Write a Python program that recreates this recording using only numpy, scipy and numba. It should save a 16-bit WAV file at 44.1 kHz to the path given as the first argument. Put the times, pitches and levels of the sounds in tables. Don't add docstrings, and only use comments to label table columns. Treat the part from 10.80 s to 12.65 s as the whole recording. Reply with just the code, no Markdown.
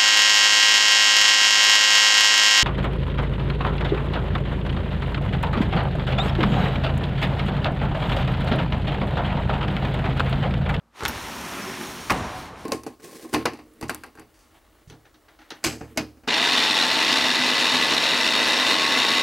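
import sys
import numpy as np
from scipy import signal
from scipy.fft import rfft, irfft
from scipy.io import wavfile
from scipy.ndimage import uniform_filter1d
from numba import njit

SR = 44100
rng = np.random.default_rng(int(sys.argv[2]) if len(sys.argv) > 2 else 0)


def rack_gain(trim_db):
    fader = np.asarray(trim_db, float)
    return 10 ** (fader / 20)


def transcribe(u):
    v = np.clip(np.atleast_2d(u).T, -1, 1)
    q = np.round(v * 32767).astype(np.int16)
    wavfile.write(sys.argv[1], SR, q)


N = 81585


def column(table, index, t):
    table = np.array(table)
    return np.interp(t, table[:, 0], table[:, index])


def unit(x):
    return x / np.sqrt(np.mean(x ** 2))


@njit
def state_variable(x, hz, width):
    y, band, low = np.empty(len(x)), 0., 0.
    g, damping = np.tan(np.pi * hz / SR), width / hz
    for i in range(len(x)):
        v = (band + g * (x[i] - low)) / (1 + g * (g + damping))
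        band, low = 2 * v - band, low + 2 * g * v
        y[i] = damping * v
    return y


def band_pass(x, hz, width):
    return state_variable(x, float(hz), float(width))


def band_noise(hz, width):
    return band_pass(rng.standard_normal(N), hz, width)


def walk(rate):
    hold = int(SR / rate)
    steps = np.repeat(rng.standard_normal(N // hold + 1), hold)
    return 0.56 * uniform_filter1d(uniform_filter1d(steps, hold), hold)[:N]


def coloured(spectrum, flicker_db, grain_db=0):
    hz = np.maximum(np.arange(N // 2 + 1) * SR / N, 1)
    corner_hz, corner_db = np.transpose(spectrum)
    gain = rack_gain(np.interp(np.log(hz), np.log(corner_hz), corner_db, left=-90))
    out = 0
    for octave in range(5, 15):
        band = np.cos(np.pi / 2 * np.clip(np.log2(hz) - octave, -1, 1))
        noise = rng.standard_normal(N) * rack_gain(grain_db * rng.exponential(size=N))
        out = out + irfft(rfft(unit(noise)) * gain * band, N) * rack_gain(flicker_db * walk(14))
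    return unit(out)


def ring(push, modes):
    out = 0
    for hz, db, t60 in modes:
        pole = np.exp(2j * np.pi * hz / SR - np.log(1000) / (t60 * SR))
        out = rack_gain(db) * signal.lfilter([1], [1, -pole], push).imag - out
    return out


def knocks(hits, modes, crack, t):
    crack_db, crack_decay_s, crack_hz = crack
    own_t60_s = 0.0076
    out = 0
    for at, db, ms, own_hz, own_db in hits:
        push = np.exp(-2 * ((t - at) / (ms / 1000)) ** 2)
        luck = rng.standard_normal(len(modes))
        struck = [(hz * (1 + 0.054 * r), d + 1.2 * r, t60) for (hz, d, t60), r in zip(modes, luck)]
        body = ring(push / push.sum(), struck + [(own_hz, own_db, own_t60_s)])
        fade = (t > at) * np.exp(-np.abs(t - at) / crack_decay_s)
        noise = band_noise(crack_hz, 1.22 * crack_hz) * fade
        sharpness = np.clip(.09 / ms, 0, 1) ** 2
        out = out + rack_gain(db) * (body + rack_gain(crack_db) * noise * sharpness)
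    return out


def swells(table, rough_db, t):
    out = 0
    for at, db, hz, length, rise in table:
        late = t - at
        tone = np.sin(2 * np.pi * (hz + rise * late / 2) * late)
        out = out + rack_gain(db) * tone * np.exp(-(late / length) ** 2)
    return out * rack_gain(rough_db * walk(120))


# [f/Hz, level/dB]
HUM_TONES = [(56, -65), (231, -69.5)]


def hum(t):
    return sum(rack_gain(db + 0.75 * walk(9.5)) * np.sin(2 * np.pi * hz * t) for hz, db in HUM_TONES)


# [f/Hz, density/dB per Hz]
INDOOR_COLOUR = [(25, -19), (60, -8), (170, -1.5), (400, -10.5), (1200, -6.5), (2500, -22), (8000, -29),
                 (16000, -34)]


def room_tone():
    return coloured(INDOOR_COLOUR, 1.0) * rack_gain(-65)


# [f/Hz, density/dB per Hz]
TRAFFIC_COLOUR = [(18, -30), (30, -4), (64, 5), (174, -0.5), (345, -5), (1130, -8.5), (1670, -23.5),
                  (9460, -41), (16000, -72)]
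# [t/s, level/dB]
OPENING = [
    (0, -65),
    (.12, -92),
    (.22, -39.5),
    (.6, -45.5),
    (1.0, -49.5),
    (1.3, -40.5),
    (1.6, -41),
    (1.85, -45),
]


def traffic(t):
    return coloured(TRAFFIC_COLOUR, 0.33) * rack_gain(column(OPENING, 1, t))


# [f/Hz, t60/s, level/dB]
ROOM_BANDS = [(130, 0.66, -4.5), (251, 0.75, -7.5), (540, 0.9, -7.5), (880, 2.23, -10), (1200, 1.02, -10.5),
              (2270, 0.25, -5), (4500, 1.2, -9)]
# [f/Hz, level/dB]
FRAME_TONES = [(755, -10), (888, -17), (1040, -12), (1150, -18.5), (1260, -18.5)]


def room(latch_sound, t):
    blow_s, blow_ms, build_s = 1.305, 0.087, 0.0029
    frame_width_hz, frame_t60_s = 26, 1.34
    echo = 0
    for hz, t60, db in ROOM_BANDS:
        echo = echo + rack_gain(db - 60 * t / t60) * unit(band_noise(hz, 0.97 * hz))
    for hz, db in FRAME_TONES:
        echo = echo + rack_gain(db - 60 * t / frame_t60_s) * unit(band_noise(hz, frame_width_hz))
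    echo = echo * (1 - np.exp(-t / build_s)) / np.sqrt(SR / 10)
    blow = np.exp(-((t - blow_s) / (blow_ms / 1000)) ** 2)
    return signal.fftconvolve(rack_gain(-3) * blow + rack_gain(-14) * latch_sound, echo)[:N]


# [t/s, level/dB, f/Hz, t60/s]
LURCHES = [(0.234, -34, 64.3, 0.43), (0.233, -21, 400, 0.12), (0.282, -27, 79, 0.13),
           (0.296, -25.5, 245, 0.13), (0.358, -27, 89, 0.048), (0.43, -39, 53, 0.3), (1.318, -26, 60, 0.24),
           (1.316, -27, 158, 0.095), (1.374, -25.5, 247, 0.22), (1.41, -26.5, 91.5, 0.23),
           (1.469, -29, 77.6, 0.17), (1.582, -37, 67, 0.21)]


def thumps(t):
    push_s = .0008
    out = 0
    for at, db, hz, t60 in LURCHES:
        push = np.exp(-((t - at) / push_s) ** 2) / (push_s * SR * np.sqrt(np.pi))
        out = out + rack_gain(db) * ring(push, [(hz, 0, t60)])
    return out


# [f/Hz, width/Hz, level/dB]
ROLLER_MODES = [(203, 96, 2.5), (254, 62, 0), (355.5, 41, 3), (910, 190, -9)]
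# [t/s, level/dB]
ROLLER_LOAD = [
    (.17, -105),
    (.23, -38.5),
    (.3, -47.5),
    (.42, -44),
    (.7, -41.5),
    (.9, -37),
    (1.05, -40),
    (1.15, -42),
    (1.3, -53),
]


def rollers(t):
    bumps_per_s, spread_db, stop_db_per_s = 500, 2.5, -27
    bumps = (rng.random(N) < bumps_per_s / SR) * rng.standard_normal(N) * rack_gain(spread_db * walk(25.8))
    frame = 0
    for hz, width, db in ROLLER_MODES:
        frame = frame + rack_gain(db) * band_pass(band_pass(bumps, hz, 1.6 * width), hz, 1.36 * width)
    after_stop = np.maximum(t - ROLLER_LOAD[-1][0], 0)
    return unit(frame) * rack_gain(column(ROLLER_LOAD, 1, t) + stop_db_per_s * after_stop)


# [t/s, level/dB, f/Hz, length/s, rise/Hz per s]
ROUGH_STRETCHES = [(.5, -40.5, 216, .03, 0), (.6, -41, 218, .03, 0), (.72, -47, 150, 0.025, 0),
                   (.79, -39, 372, .03, 0), (.8, -42.5, 593, 0.014, 0), (.84, -35, 192, .018, 0),
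                   (.89, -32, 381, 0.017, 298), (.9, -42, 218, 0.025, 302), (.955, -44, 264, 0.017, 0),
                   (1.015, -37, 222, 0.031, 0), (1.02, -38, 327, .025, 0), (1.06, -41.5, 263, 0.021, 500),
                   (1.065, -43, 382, 0.014, 0)]


def grinds(t):
    return swells(ROUGH_STRETCHES, 1.1, t)


# [f/Hz, level/dB, t60/s]
HOOK_MODES = [(4340, -12, 0.033), (5510, -7.5, 0.063), (6550, -10.5, 0.039), (9776, -6, .05),
              (11690, -4.5, 0.1), (12100, -9, .03), (12660, -14, .04), (14800, -11, 0.065)]


def ping(t):
    snap_s, again_s, rattle_s = .2812, .00473, .002
    touches = np.zeros(N)
    touches[int(snap_s * SR)] = .7
    touches[int((snap_s + again_s) * SR)] = 1.07
    tick = band_noise(6200, 11000) * (t > snap_s) * np.exp(-np.abs(t - snap_s) / rattle_s)
    return rack_gain(-27) * (ring(touches, HOOK_MODES) + 2.5 * tick)


# [t/s, level/dB, contact/ms, own f/Hz, own level/dB]
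LATCH_HITS = [(.2070, -18, 0.13, 890, -11), (.2160, -25, 0.16, 1000, -21), (.2250, -18.5, 0.26, 1400, 7.5),
              (.2335, -8.5, 0.62, 430, -9.5), (.2353, -21, 0.06, 4500, -3.5),
              (.2523, -8.5, 0.041, 1600, -6), (.2545, -20, .06, 2450, -4), (.2590, -15.5, 0.092, 1300, 5),
              (.2598, -14, 0.075, 3400, 3), (.2625, -23.5, .08, 2600, 0), (.2660, -20.5, 0.13, 2200, 0.5),
              (.2815, -21, 0.023, 11460, 1), (.2960, -17.5, 0.19, 1330, -0.5)]
# [f/Hz, level/dB, t60/s]
LATCH_MODES = [(400, -13, 0.0063), (807, -16.5, 0.053), (1030, -11.5, 0.0077), (1314, -8, 0.028),
               (1760, -5.5, 0.0055), (2270, -9, 0.014), (2900, -5, 0.0025), (4800, -3.5, 0.0022),
               (6540, -7, 0.0048), (11500, -6.5, 0.0072)]
# [level/dB, decay/s, f/Hz]
LATCH_CLICK = (-5, .0011, 4000)


def latch(t):
    return knocks(LATCH_HITS, LATCH_MODES, LATCH_CLICK, t) + ping(t)


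def crunch(t):
    at, decay_s = 1.303, 0.014
    grains = rng.standard_normal(N) * rack_gain(4.5 * rng.exponential(size=N))
    fade = (t > at) * np.exp(-np.abs(t - at) / decay_s)
    return rack_gain(-27) * unit(band_pass(grains, 3200, 6000)) * fade


# [t/s, level/dB, contact/ms, own f/Hz, own level/dB]
STOP_HITS = [(1.2978, -11.5, 0.13, 1500, 2.5), (1.3010, -13, 0.14, 3700, -11),
             (1.3027, -13, 0.15, 1500, 4.5), (1.3043, -13.5, 0.054, 1980, 2.5),
             (1.3062, -11.5, 0.099, 1200, 6), (1.3080, -17, 0.14, 2660, 8), (1.3110, -11.5, 0.13, 965, 3),
             (1.3140, -10.5, 0.32, 290, 5.5), (1.3165, -19.5, 0.12, 2900, 0.5),
             (1.3187, -13.5, 0.23, 1000, 3.5), (1.3222, -21, 0.08, 2860, 1.5), (1.3300, -20, 0.34, 790, 0),
             (1.3365, -25, 0.44, 353, -2), (1.3440, -16, 0.29, 1200, 2)]
# [f/Hz, level/dB, t60/s]
PANE_MODES = [(166, -21, 0.038), (262, -25, 0.031), (333.3, -16.5, 0.042), (466, -20, 0.012),
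              (653, -18, 0.023), (805, -9.5, 0.026), (858, -13, 0.056), (1140, -2, 0.018),
              (1215, -1.5, 0.027), (1830, 0, 0.0084), (2130, -1.5, 0.012), (2620, -7, 0.016),
              (3400, -2, 0.0047), (5330, 0, 0.0065)]
# [level/dB, decay/s, f/Hz]
STOP_SNAP = (-3, .003, 2400)


def stop(t):
    return knocks(STOP_HITS, PANE_MODES, STOP_SNAP, t) + crunch(t)


# [t/s, level/dB, f/Hz, length/s, rise/Hz per s]
BRISTLE_SQUEAKS = [
    (.77, -56, 4300, 0.025, -2),
    (.815, -60, 5780, .025, 496),
    (.89, -48, 5380, .04, 1500),
    (1.04, -46, 5600, 0.034, 6000),
    (1.072, -46, 6530, .015, 0),
    (1.07, -47, 4250, 0.018, 0),
    (1.34, -55, 9800, .02, 0),
    (1.48, -53, 5700, 0.081, 600),
]


def squeaks(t):
    return swells(BRISTLE_SQUEAKS, 3.0, t)


# [t/s, rubbing level/dB, brightness/dB]
SEAL_MOTION = [(0, -101, 3), (.1, -96, -12), (.16, -57, -4), (.2, -46.5, -2.5), (.24, -48, -11),
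               (.32, -41, -2.5), (.42, -40.5, 0.5), (.75, -40, -0.5), (.96, -40.5, -1.5), (1.1, -41.5, 1.5),
               (1.28, -43, 2.5), (1.45, -46.5, -2), (1.6, -46.5, 2), (1.67, -51, -1), (1.74, -62.5, -6),
               (1.79, -54, -2.5), (1.85, -53.5, 0)]
# [f/Hz, density/dB per Hz]
SEAL_COLOUR = [(260, -3), (450, -5.5), (756, -3), (945, -2), (2010, -6), (4760, -12), (5520, -14),
               (12300, -23), (15600, -27)]
# [f/Hz, width/Hz, depth/0-1]
FRAME_NOTCHES = [(490, 260, 0.44), (4850, 930, 0.37), (7780, 950, 0.32), (10430, 1030, 0.54)]
# [f/Hz, width/Hz, share]
BRISTLE_PEAKS = [(5600, 850, 0.43), (9770, 2000, 0.43), (6500, 430, 0.15)]
# [t/s, length/s, f/Hz, width/Hz, share]
BRISTLE_DRAGS = [(0.58, .1, 13000, 5000, .3), (0.763, 0.072, 2000, 900, 0.42), (.8, .12, 13000, 6700, 0.47),
                 (0.94, 0.059, 5350, 400, 0.68), (1.02, 0.036, 11000, 8000, 0.53),
                 (1.27, 0.15, 13000, 5700, -0.4), (0.71, 0.19, 3900, 1400, -0.36),
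                 (1.38, 0.074, 7200, 4000, 0.63), (1.62, 0.079, 4200, 900, 0.75),
                 (1.5, 0.093, 14000, 4500, -0.5), (1.81, .05, 9500, 1500, 0.47),
                 (0.66, 0.045, 1100, 330, 0.14)]


def seal(t):
    hiss = coloured(SEAL_COLOUR, flicker_db=.6, grain_db=2.5)
    for hz, width, depth in FRAME_NOTCHES:
        hiss = hiss - depth * band_pass(hiss, hz, width)
    hiss = hiss + sum(share * band_pass(hiss, hz, width) for hz, width, share in BRISTLE_PEAKS)
    drags = 0
    for at, length, hz, width, share in BRISTLE_DRAGS:
        drags = drags + share * np.exp(-((t - at) / length) ** 2) * band_pass(hiss, hz, width)
    hiss = hiss + drags
    low = signal.lfilter([.3], [1, -.7], hiss)
    high = signal.lfilter([.5, -.5], [1], hiss)
    tilt_db = column(SEAL_MOTION, 2, t)
    tilted = rack_gain(-tilt_db) * low + hiss - low + (rack_gain(2 * tilt_db) - 1) * high
    return tilted * rack_gain(5.5 + column(SEAL_MOTION, 1, t))


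def scene():
    t = np.arange(N) / SR
    latch_sound = latch(t)
    background = hum(t) + room_tone() + traffic(t) + room(latch_sound, t)
    door = thumps(t) + rollers(t) + grinds(t) + latch_sound + stop(t) + squeaks(t) + seal(t)
    mono = background + door
    return np.array([mono, mono])


# [t/s, f/Hz, width/Hz, level/dB]
SIDE_PATCHES = [(.645, 14100, 2000, -57), (.668, 9300, 2100, -53), (.668, 13800, 1400, -63),
                (.83, 5200, 1000, -48), (.9, 7650, 1400, -53), (.9, 15200, 1400, -64),
                (.946, 10300, 1480, -58), (1.202, 8300, 1400, -55)]


def side_noise(t):
    noise, hz = rfft(rng.standard_normal(N)), np.arange(N // 2 + 1) * SR / N
    out = 0
    for at, centre, width, db in SIDE_PATCHES:
        patch = unit(irfft(noise * (abs(hz - centre) < width / 2), N))
        out = out + rack_gain(db) * patch * np.exp(-((t - at) / 0.012) ** 4)
    return out * np.array([[1], [-1]])


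def band_limit(x):
    return signal.sosfilt(signal.butter(12, 15850, fs=SR, output="sos"), x)


def record(dry):
    bass_cut = signal.butter(2, 45, "high", fs=SR, output="sos")
    top_cut = signal.ellip(10, .3, 70, 15780, fs=SR, output="sos")
    x = signal.sosfilt(bass_cut, dry)
    x = signal.sosfilt(top_cut, np.tanh(2.1 * x) / 2.1)
    x = x + side_noise(np.arange(N) / SR)
    return band_limit(x)


dry = scene()
out = record(dry)
transcribe(out)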